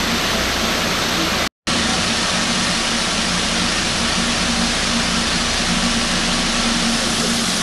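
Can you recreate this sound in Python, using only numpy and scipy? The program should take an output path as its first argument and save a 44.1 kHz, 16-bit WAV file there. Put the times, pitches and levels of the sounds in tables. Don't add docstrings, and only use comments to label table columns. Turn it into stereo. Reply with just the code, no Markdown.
import sys
import numpy as np
from scipy import signal
from scipy.fft import rfft, irfft
from scipy.io import wavfile
from scipy.ndimage import uniform_filter1d

SR = 44100
rng = np.random.default_rng(int(sys.argv[2]) if len(sys.argv) > 2 else 0)


def waveform_to_disk(signal):
    frames = np.transpose(np.atleast_2d(signal))
    scaled = np.clip(frames, -1, 1) * 32767
    samples = np.round(scaled).astype(np.int16)
    wavfile.write(sys.argv[1], SR, samples)


N = 336042
TIME = np.arange(N) / SR
FREQ = np.maximum(np.arange(N // 2 + 1) * SR / N, 1e-3)
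GAP_START, GAP_END = 1.476, 1.6705

# (pitch [Hz], width [Hz], level trim [dB])
DEEP_MODES = [(180.2, 9.5, -4), (233, 7.5, -0.5)]


def undb(db):
    return 10 ** (np.asarray(db) / 20)


def unit(x):
    return x / np.sqrt(np.mean(x ** 2))


def walk(rate):
    noise = rfft(rng.standard_normal(N))
    return unit(irfft(noise / (1 + (FREQ / rate) ** 4), N))


def track(points):
    return np.interp(TIME, *np.transpose(points))


def colour(x, points):
    hz, db = np.transpose(points)
    outline_db = np.interp(np.log(FREQ), np.log(hz), db)
    return unit(irfft(rfft(x) * undb(outline_db), N))


def ring(x, hz, width):
    detuning = (FREQ / hz - hz / FREQ) * hz / (1.5 * width)
    return irfft(rfft(x) / (1 + 1j * detuning) ** 2, N)


def impacts(per_second, scatter_db):
    struck = rng.random(N) < per_second / SR
    strength = rng.standard_normal(N) * undb(scatter_db * rng.standard_normal(N))
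    return unit(struck * strength)


def swell(s, length):
    return np.exp(-np.minimum(np.square((TIME - s) / length), 50))


def wavering(hz, flutter):
    return np.sqrt(2) * np.sin(2 * np.pi * (hz * TIME + rng.random()) + flutter)


def neighbours():
    # (pitch [Hz], level [dB])
    hums = [(45, -55), (57.7, -56), (75.3, -49.5), (104.5, -52), (207.5, -45), (267, -51.5), (321, -49),
            (326, -49.5), (355.5, -49.5)]
    out = 0
    for hz, db in hums:
        level = undb(db + 2.7 * walk(2.3))
        out = out + level * np.sin(2 * np.pi * hz * TIME + 0.89 * walk(0.76))
    return np.sqrt(2) * out


def hollow_tones():
    # (time [s], pitch [Hz], glide [Hz per s], flutters [per s], half-length [s], level [dB])
    tones = [(1.222, 325, 0, 12, 0.066, -27.5), (7.033, 531, -250, 25, 0.029, -26.5),
             (7.068, 352, 0, 30, 0.03, -32), (7.246, 517, 0, 25.5, 0.018, -27),
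             (7.248, 425, -900, 40, 0.026, -29)]
    room_db, room_t60 = -7, 0.57
    out = 0
    for s, hz, glide, rate, length, db in tones:
        bend = np.pi * glide * (TIME - s) ** 2
        out = out + undb(db) * swell(s, length) * wavering(hz, 0.4 * walk(rate) + bend)
    tail = rng.standard_normal(SR) * undb(-60 * TIME[:SR] / room_t60)
    echo = signal.fftconvolve(out, tail / np.linalg.norm(tail))[:N]
    return out + undb(room_db) * echo


def motor(turns, shake_db, hum_db, drone_db):
    # (multiple of the shaft rate, level [dB])
    overtones = [(1, -36), (2, -40), (3, -41.5), (4, -46), (5, -43.5), (6, -43.5), (9, -49.5), (11, -48.5)]
    out = 0
    for k, (order, db) in enumerate(overtones):
        near_db = (shake_db, hum_db, drone_db)[k] if k < 3 else 0.22 * hum_db
        level = undb(db + near_db + 0.4 * walk(2.2))
        out = out + level * np.sin(2 * np.pi * (order * turns + rng.random()))
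    return np.sqrt(2) * out


def faint_pings():
    # (time [s], pitch [Hz], peak level [dB])
    pings = [(1.015, 3596, -26), (1.825, 3617, -23), (2.665, 4242, -26.5), (3.015, 5146, -27),
             (3.685, 5038, -25), (5.335, 4371, -24)]
    t60 = 0.2
    out = 0
    for s, hz, db in pings:
        age = np.maximum(TIME - s, 0)
        out = out + undb(db - 60 * age / t60) * np.sin(2 * np.pi * hz * age)
    return out


def boom(hz, width):
    tone = ring(impacts(per_second=900, scatter_db=1.5), hz, width)
    slow_level = np.sqrt(uniform_filter1d(tone ** 2, size=SR // 10))
    return unit(tone / slow_level)


def nearest_mode(hz):
    return np.argmin([abs(hz - mode[0]) for mode in DEEP_MODES])


def deep_modes(lower_db, upper_db):
    # (time [s], pitch near the mode [Hz], half-length [s])
    lulls = [(.21, 180, .05), (.28, 233, 0.066), (.52, 180, 0.034), (.52, 233, .06), (1.24, 233, 0.055),
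             (1.85, 180, .06), (2.142, 180, .04), (2.29, 233, 0.073), (2.83, 180, 0.068),
             (3.41, 233, 0.042), (3.75, 233, .05), (3.91, 180, .05), (4.13, 233, .04), (4.762, 180, 0.044),
             (4.803, 233, 0.044), (5.28, 233, 0.042), (5.442, 180, 0.066), (6.01, 180, 0.077),
             (6.631, 180, 0.034), (6.99, 180, .07)]
    # (time [s], pitch [Hz], half-length [s], level [dB])
    surges = [(0.117, 231, .04, -23.5), (.13, 181, 0.017, -29.5), (.36, 229, .02, -27),
              (.37, 183, .03, -29), (0.634, 227, 0.023, -27.5), (1.749, 238, 0.048, -25.5),
              (1.853, 232, .012, -24), (1.917, 231, 0.024, -24), (1.983, 180, .035, -29),
              (2.112, 229.6, 0.02, -24), (2.25, 179, .022, -26), (2.37, 181, 0.028, -27),
              (2.4, 232, 0.022, -23.5), (2.514, 235.5, 0.03, -23), (2.583, 183, 0.045, -28.5),
              (2.59, 238, .017, -27), (2.71, 179, .02, -26), (2.78, 227, .017, -25),
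              (2.95, 232, 0.021, -21), (3.188, 181, .023, -27), (3.2, 229, 0.02, -25.5),
              (3.288, 234, .019, -25), (3.35, 178.5, .05, -25.5), (3.551, 226, 0.047, -25.5),
              (3.63, 179, .025, -25), (3.646, 234, 0.033, -26), (4, 181.3, 0.021, -27),
              (4.046, 231.5, 0.028, -22.5), (4.185, 182.5, 0.029, -25), (4.2, 229, .02, -24),
              (4.294, 235.5, 0.035, -25), (4.428, 178, 0.024, -24), (4.5, 235.5, 0.024, -23),
              (4.61, 184, 0.018, -23), (4.632, 231.5, 0.058, -22), (4.965, 231.5, 0.036, -21),
              (4.98, 177, .05, -30), (5.118, 178.6, .022, -25), (5.185, 231, 0.047, -23),
              (5.189, 177, .028, -26), (5.36, 178.8, 0.019, -25), (5.36, 234, .02, -27),
              (5.719, 177, .021, -22.5), (5.73, 232, 0.018, -21.6), (5.862, 181, .034, -25),
              (5.87, 239, 0.027, -20), (5.963, 230.5, 0.028, -20.5), (6.17, 180.5, 0.057, -25.5),
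              (6.295, 179, 0.033, -25), (6.344, 239, 0.031, -25.5), (6.505, 231.3, 0.03, -26),
              (6.675, 233.5, 0.04, -21.2), (6.762, 234.6, 0.019, -23.5), (6.834, 177, .04, -25.3),
              (6.898, 233.3, 0.047, -20), (7.118, 232, 0.019, -21.6), (7.201, 232, 0.016, -20),
              (7.289, 180, .024, -31), (7.314, 234, 0.044, -21.5), (7.42, 230, .026, -25.3),
              (7.487, 180, .028, -25)]
    boom_db, lull_db = -29.5, -9.5
    sizes, pitches = [], []
    for (hz, width, trim_db), near_db in zip(DEEP_MODES, (lower_db, upper_db)):
        mode = signal.hilbert(undb(boom_db + trim_db + near_db) * boom(hz, width))
        sizes.append(np.abs(mode))
        pitches.append(np.gradient(np.unwrap(np.angle(mode))) * SR / (2 * np.pi))
    for s, hz, length in lulls:
        k = nearest_mode(hz)
        sizes[k] = sizes[k] * undb(lull_db * swell(s, length))
    for s, hz, length, db in surges:
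        k, share = nearest_mode(hz), swell(s, length)
        sizes[k] = sizes[k] + share * (np.sqrt(2) * undb(db) - sizes[k])
        pitches[k] = pitches[k] + share * (hz - pitches[k])
    out = 0
    for size, pitch in zip(sizes, pitches):
        phase = 2 * np.pi * np.cumsum(pitch) / SR
        out = out + size * np.sin(phase + 0.12 * walk(20))
    return out


def wall_ringing():
    # (pitch [Hz], width [Hz], relative level [dB])
    wall_modes = [(325.5, 31, -7.5), (555, 96, 0.5), (650, 59, 1), (740, 47, 2.5), (973, 21, -0.5),
                  (1136, 31, 5), (1273, 67, -1), (1355, 45, 1.5), (1620, 130, -4), (1820, 67, 0),
                  (2980, 430, -4), (3516, 290, -3), (4240, 240, -3.5)]
    out = 0
    for hz, width, db in wall_modes:
        blows = impacts(per_second=5000, scatter_db=0.5)
        out = out + undb(db + 0.79 * walk(4.8)) * ring(blows, hz, width)
    return unit(out)


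def ring_outs():
    # (time [s], pitch [Hz], flutter rate [per s], half-length [s], level [dB])
    moments = [(.37, 660, 30, 0.068, -30.5), (.71, 648, 30, 0.15, -34), (1.81, 1291, 35, .05, -33),
               (1.937, 753, 35, .05, -31), (1.94, 1350, 40, 0.099, -33), (2.24, 1290, 35, .06, -31),
               (2.377, 1808, 75, .07, -34), (2.66, 1818, 70, 0.11, -32), (2.817, 1141, 30, .06, -32),
               (2.9, 1356, 35, .04, -31), (3.078, 1360, 40, 0.099, -34), (3.171, 1808, 40, .03, -34.5),
               (3.365, 1184, 35.1, 0.034, -34), (3.774, 1820, 40.3, .06, -30), (4.153, 1790, 40, .07, -32),
               (4.563, 745, 35, 0.071, -34), (5.19, 1340, 40, 0.081, -31), (6.1, 2885, 160, .2, -34),
               (6.47, 2980, 118.3, .08, -35), (6.656, 1330, 45, 0.076, -33)]
    out = 0
    for s, hz, rate, length, db in moments:
        out = out + undb(db) * swell(s, length) * wavering(hz, 0.93 * walk(rate))
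    return out


def bowl(lower_db, upper_db, rumble_db, wall_db):
    # (frequency [Hz], relative level [dB])
    rumble_outline = [(15, -20.5), (40, -14), (65, -8.5), (100, -5.5), (135, -4.5), (165, 0.5), (205, 3.5),
                      (260, 0), (350, -4.5), (450, -8.5), (800, -25), (2000, -62)]
    wall = undb(-29 + wall_db) * wall_ringing()
    heap = colour(impacts(per_second=3700, scatter_db=2.0), rumble_outline)
    rumble = undb(-29.5 + rumble_db) * heap
    return deep_modes(lower_db, upper_db) + wall + ring_outs() + rumble


def clinks(count, low_hz, high_hz, t60, range_db):
    t = TIME[:SR // 10]
    out = np.zeros(N + len(t))
    for when, pitch, force in rng.random((count, 3)):
        hz = low_hz + (high_hz - low_hz) * pitch
        start = int(when * N)
        level = undb(range_db * force - 60 * t / t60)
        out[start:start + len(t)] += level * np.sin(2 * np.pi * hz * t)
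    return unit(out[:N])


def chips(turns):
    # (frequency [Hz], relative level [dB])
    first_view = [(150, -23), (330, 3), (600, 2.5), (900, 0), (1300, 3), (2200, 0), (4000, -1.5),
                  (5200, -4), (6250, -4.5), (6800, -10.5), (8000, -12), (9800, -20.5), (12600, -14.5),
                  (13500, -64)]
    side_view = [(300, -4.5), (600, 0), (900, -0.5), (1300, 1.5), (2200, 0), (3000, 0.5), (4400, -0.5),
                 (5700, -1), (6400, -4), (7300, -8.5), (10000, -11), (11000, -15.5), (11900, -29),
                 (13000, -79)]
    rim_view = [(300, -7), (610, -3), (760, -2), (970, -7.5), (1250, -0.5), (2400, -6.5), (3100, -3),
                (4400, -3), (5700, -3), (6400, -6), (7300, -9), (10000, -10.5), (11000, -14), (11900, -21),
                (13000, -52)]
    # (time [s], share [0 to 1])
    rim_share = [(6.75, 0.01), (7.2, 0.91), (7.62, 1)]
    # (time [s], half-length [s], level change [dB])
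    level_changes = [(0.323, 0.027, 1), (0.712, 0.018, 0.5), (1.81, .02, -0.5), (2.21, .02, 0.5),
                     (2.62, .13, 0.5), (2.97, 0.017, 0), (5.257, .02, -1)]
    toss_db = 0.68 * np.sin(2 * np.pi * turns) + 0.31 * walk(22) + 0.5 * walk(97)
    clicks = impacts(per_second=11000, scatter_db=1.8) * undb(toss_db)
    metal = clinks(count=3500, low_hz=1493.0, high_hz=11040, t60=0.11, range_db=10.0)
    wash = undb(2.5) * rng.standard_normal(N)
    load = unit(clicks + undb(-7.0) * metal + wash)
    over = track(rim_share)
    later = (1 - over) * colour(load, side_view) + over * colour(load, rim_view)
    rattle = np.where(TIME < GAP_END, colour(load, first_view), later)
    change_db = sum(db * swell(s, length) for s, length, db in level_changes)
    return undb(-20.5 + change_db) * rattle


def scene():
    # (time [s], shaking [dB],
    # lower boom [dB], upper boom [dB], rumble [dB], wall [dB])
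    near = [(0, 0, -7, -3, 1, -1), (1.45, -4, -1, -4, -1.5, 2.5), (1.7, -9.5, -4, -1.5, 2, 3.5),
            (2.8, -1, 2.5, -3, -1.5, 0.5), (4.2, 1.5, -2, -2, -1, 1), (5.299, 3, -1.5, -1, -2, 0.5),
            (6.6, 6, 2, 1.5, -0.5, 1.5), (7.2, -1, -2, -0.5, 1.5, -2), (7.6, -6, -2, -1.5, -0.5, -2.5)]
    # (time [s], level change [dB])
    hum_changes = [(0, 2), (.3, 0), (.43, 10), (.62, 3), (1.05, -3), (1.4, 4), (2.2, -3.5), (3.05, -11),
                   (3.4, 3), (3.8, 1.5), (4.7, 6), (5.4, 5), (6.2, -3), (6.55, -11.5), (7.05, -3),
                   (7.6, -24)]
    # (time [s], level change [dB])
    drone_changes = [(0, 3), (2.1, 3.5), (2.7, -8), (3.1, -1), (3.85, 4.5), (4.5, 2), (5.25, -2),
                     (5.7, 1.5), (6.4, -1.5), (7.1, -10), (7.6, -13)]
    s, *columns = np.transpose(near)
    shake_db, lower_db, upper_db, rumble_db, wall_db = (np.interp(TIME, s, c) for c in columns)
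    shaft_hz = 29.6 * (1 + 0.0019 * walk(1.0))
    turns = np.cumsum(shaft_hz) / SR
    mono = neighbours() + hollow_tones() + faint_pings()
    mono = mono + motor(turns, shake_db, track(hum_changes), track(drone_changes))
    mono = mono + bowl(lower_db, upper_db, rumble_db, wall_db) + chips(turns)
    return np.array([mono, mono])


def record(dry):
    outside_gap = (TIME < GAP_START) | (TIME > GAP_END)
    running = uniform_filter1d(1.0 * outside_gap, size=40)
    from_edge = np.maximum(np.minimum(TIME - GAP_START, GAP_END - TIME), 0)
    dull = signal.sosfilt(signal.butter(1, 300, fs=SR, output="sos"), dry)
    fade = undb(-39 - 770 * from_edge) * dull
    top_cut = signal.ellip(8, 0.2, 80, 13000, fs=SR, output="sos")
    return signal.sosfilt(top_cut, running * dry + (1 - running) * fade)


dry = scene()
out = record(dry)
waveform_to_disk(out)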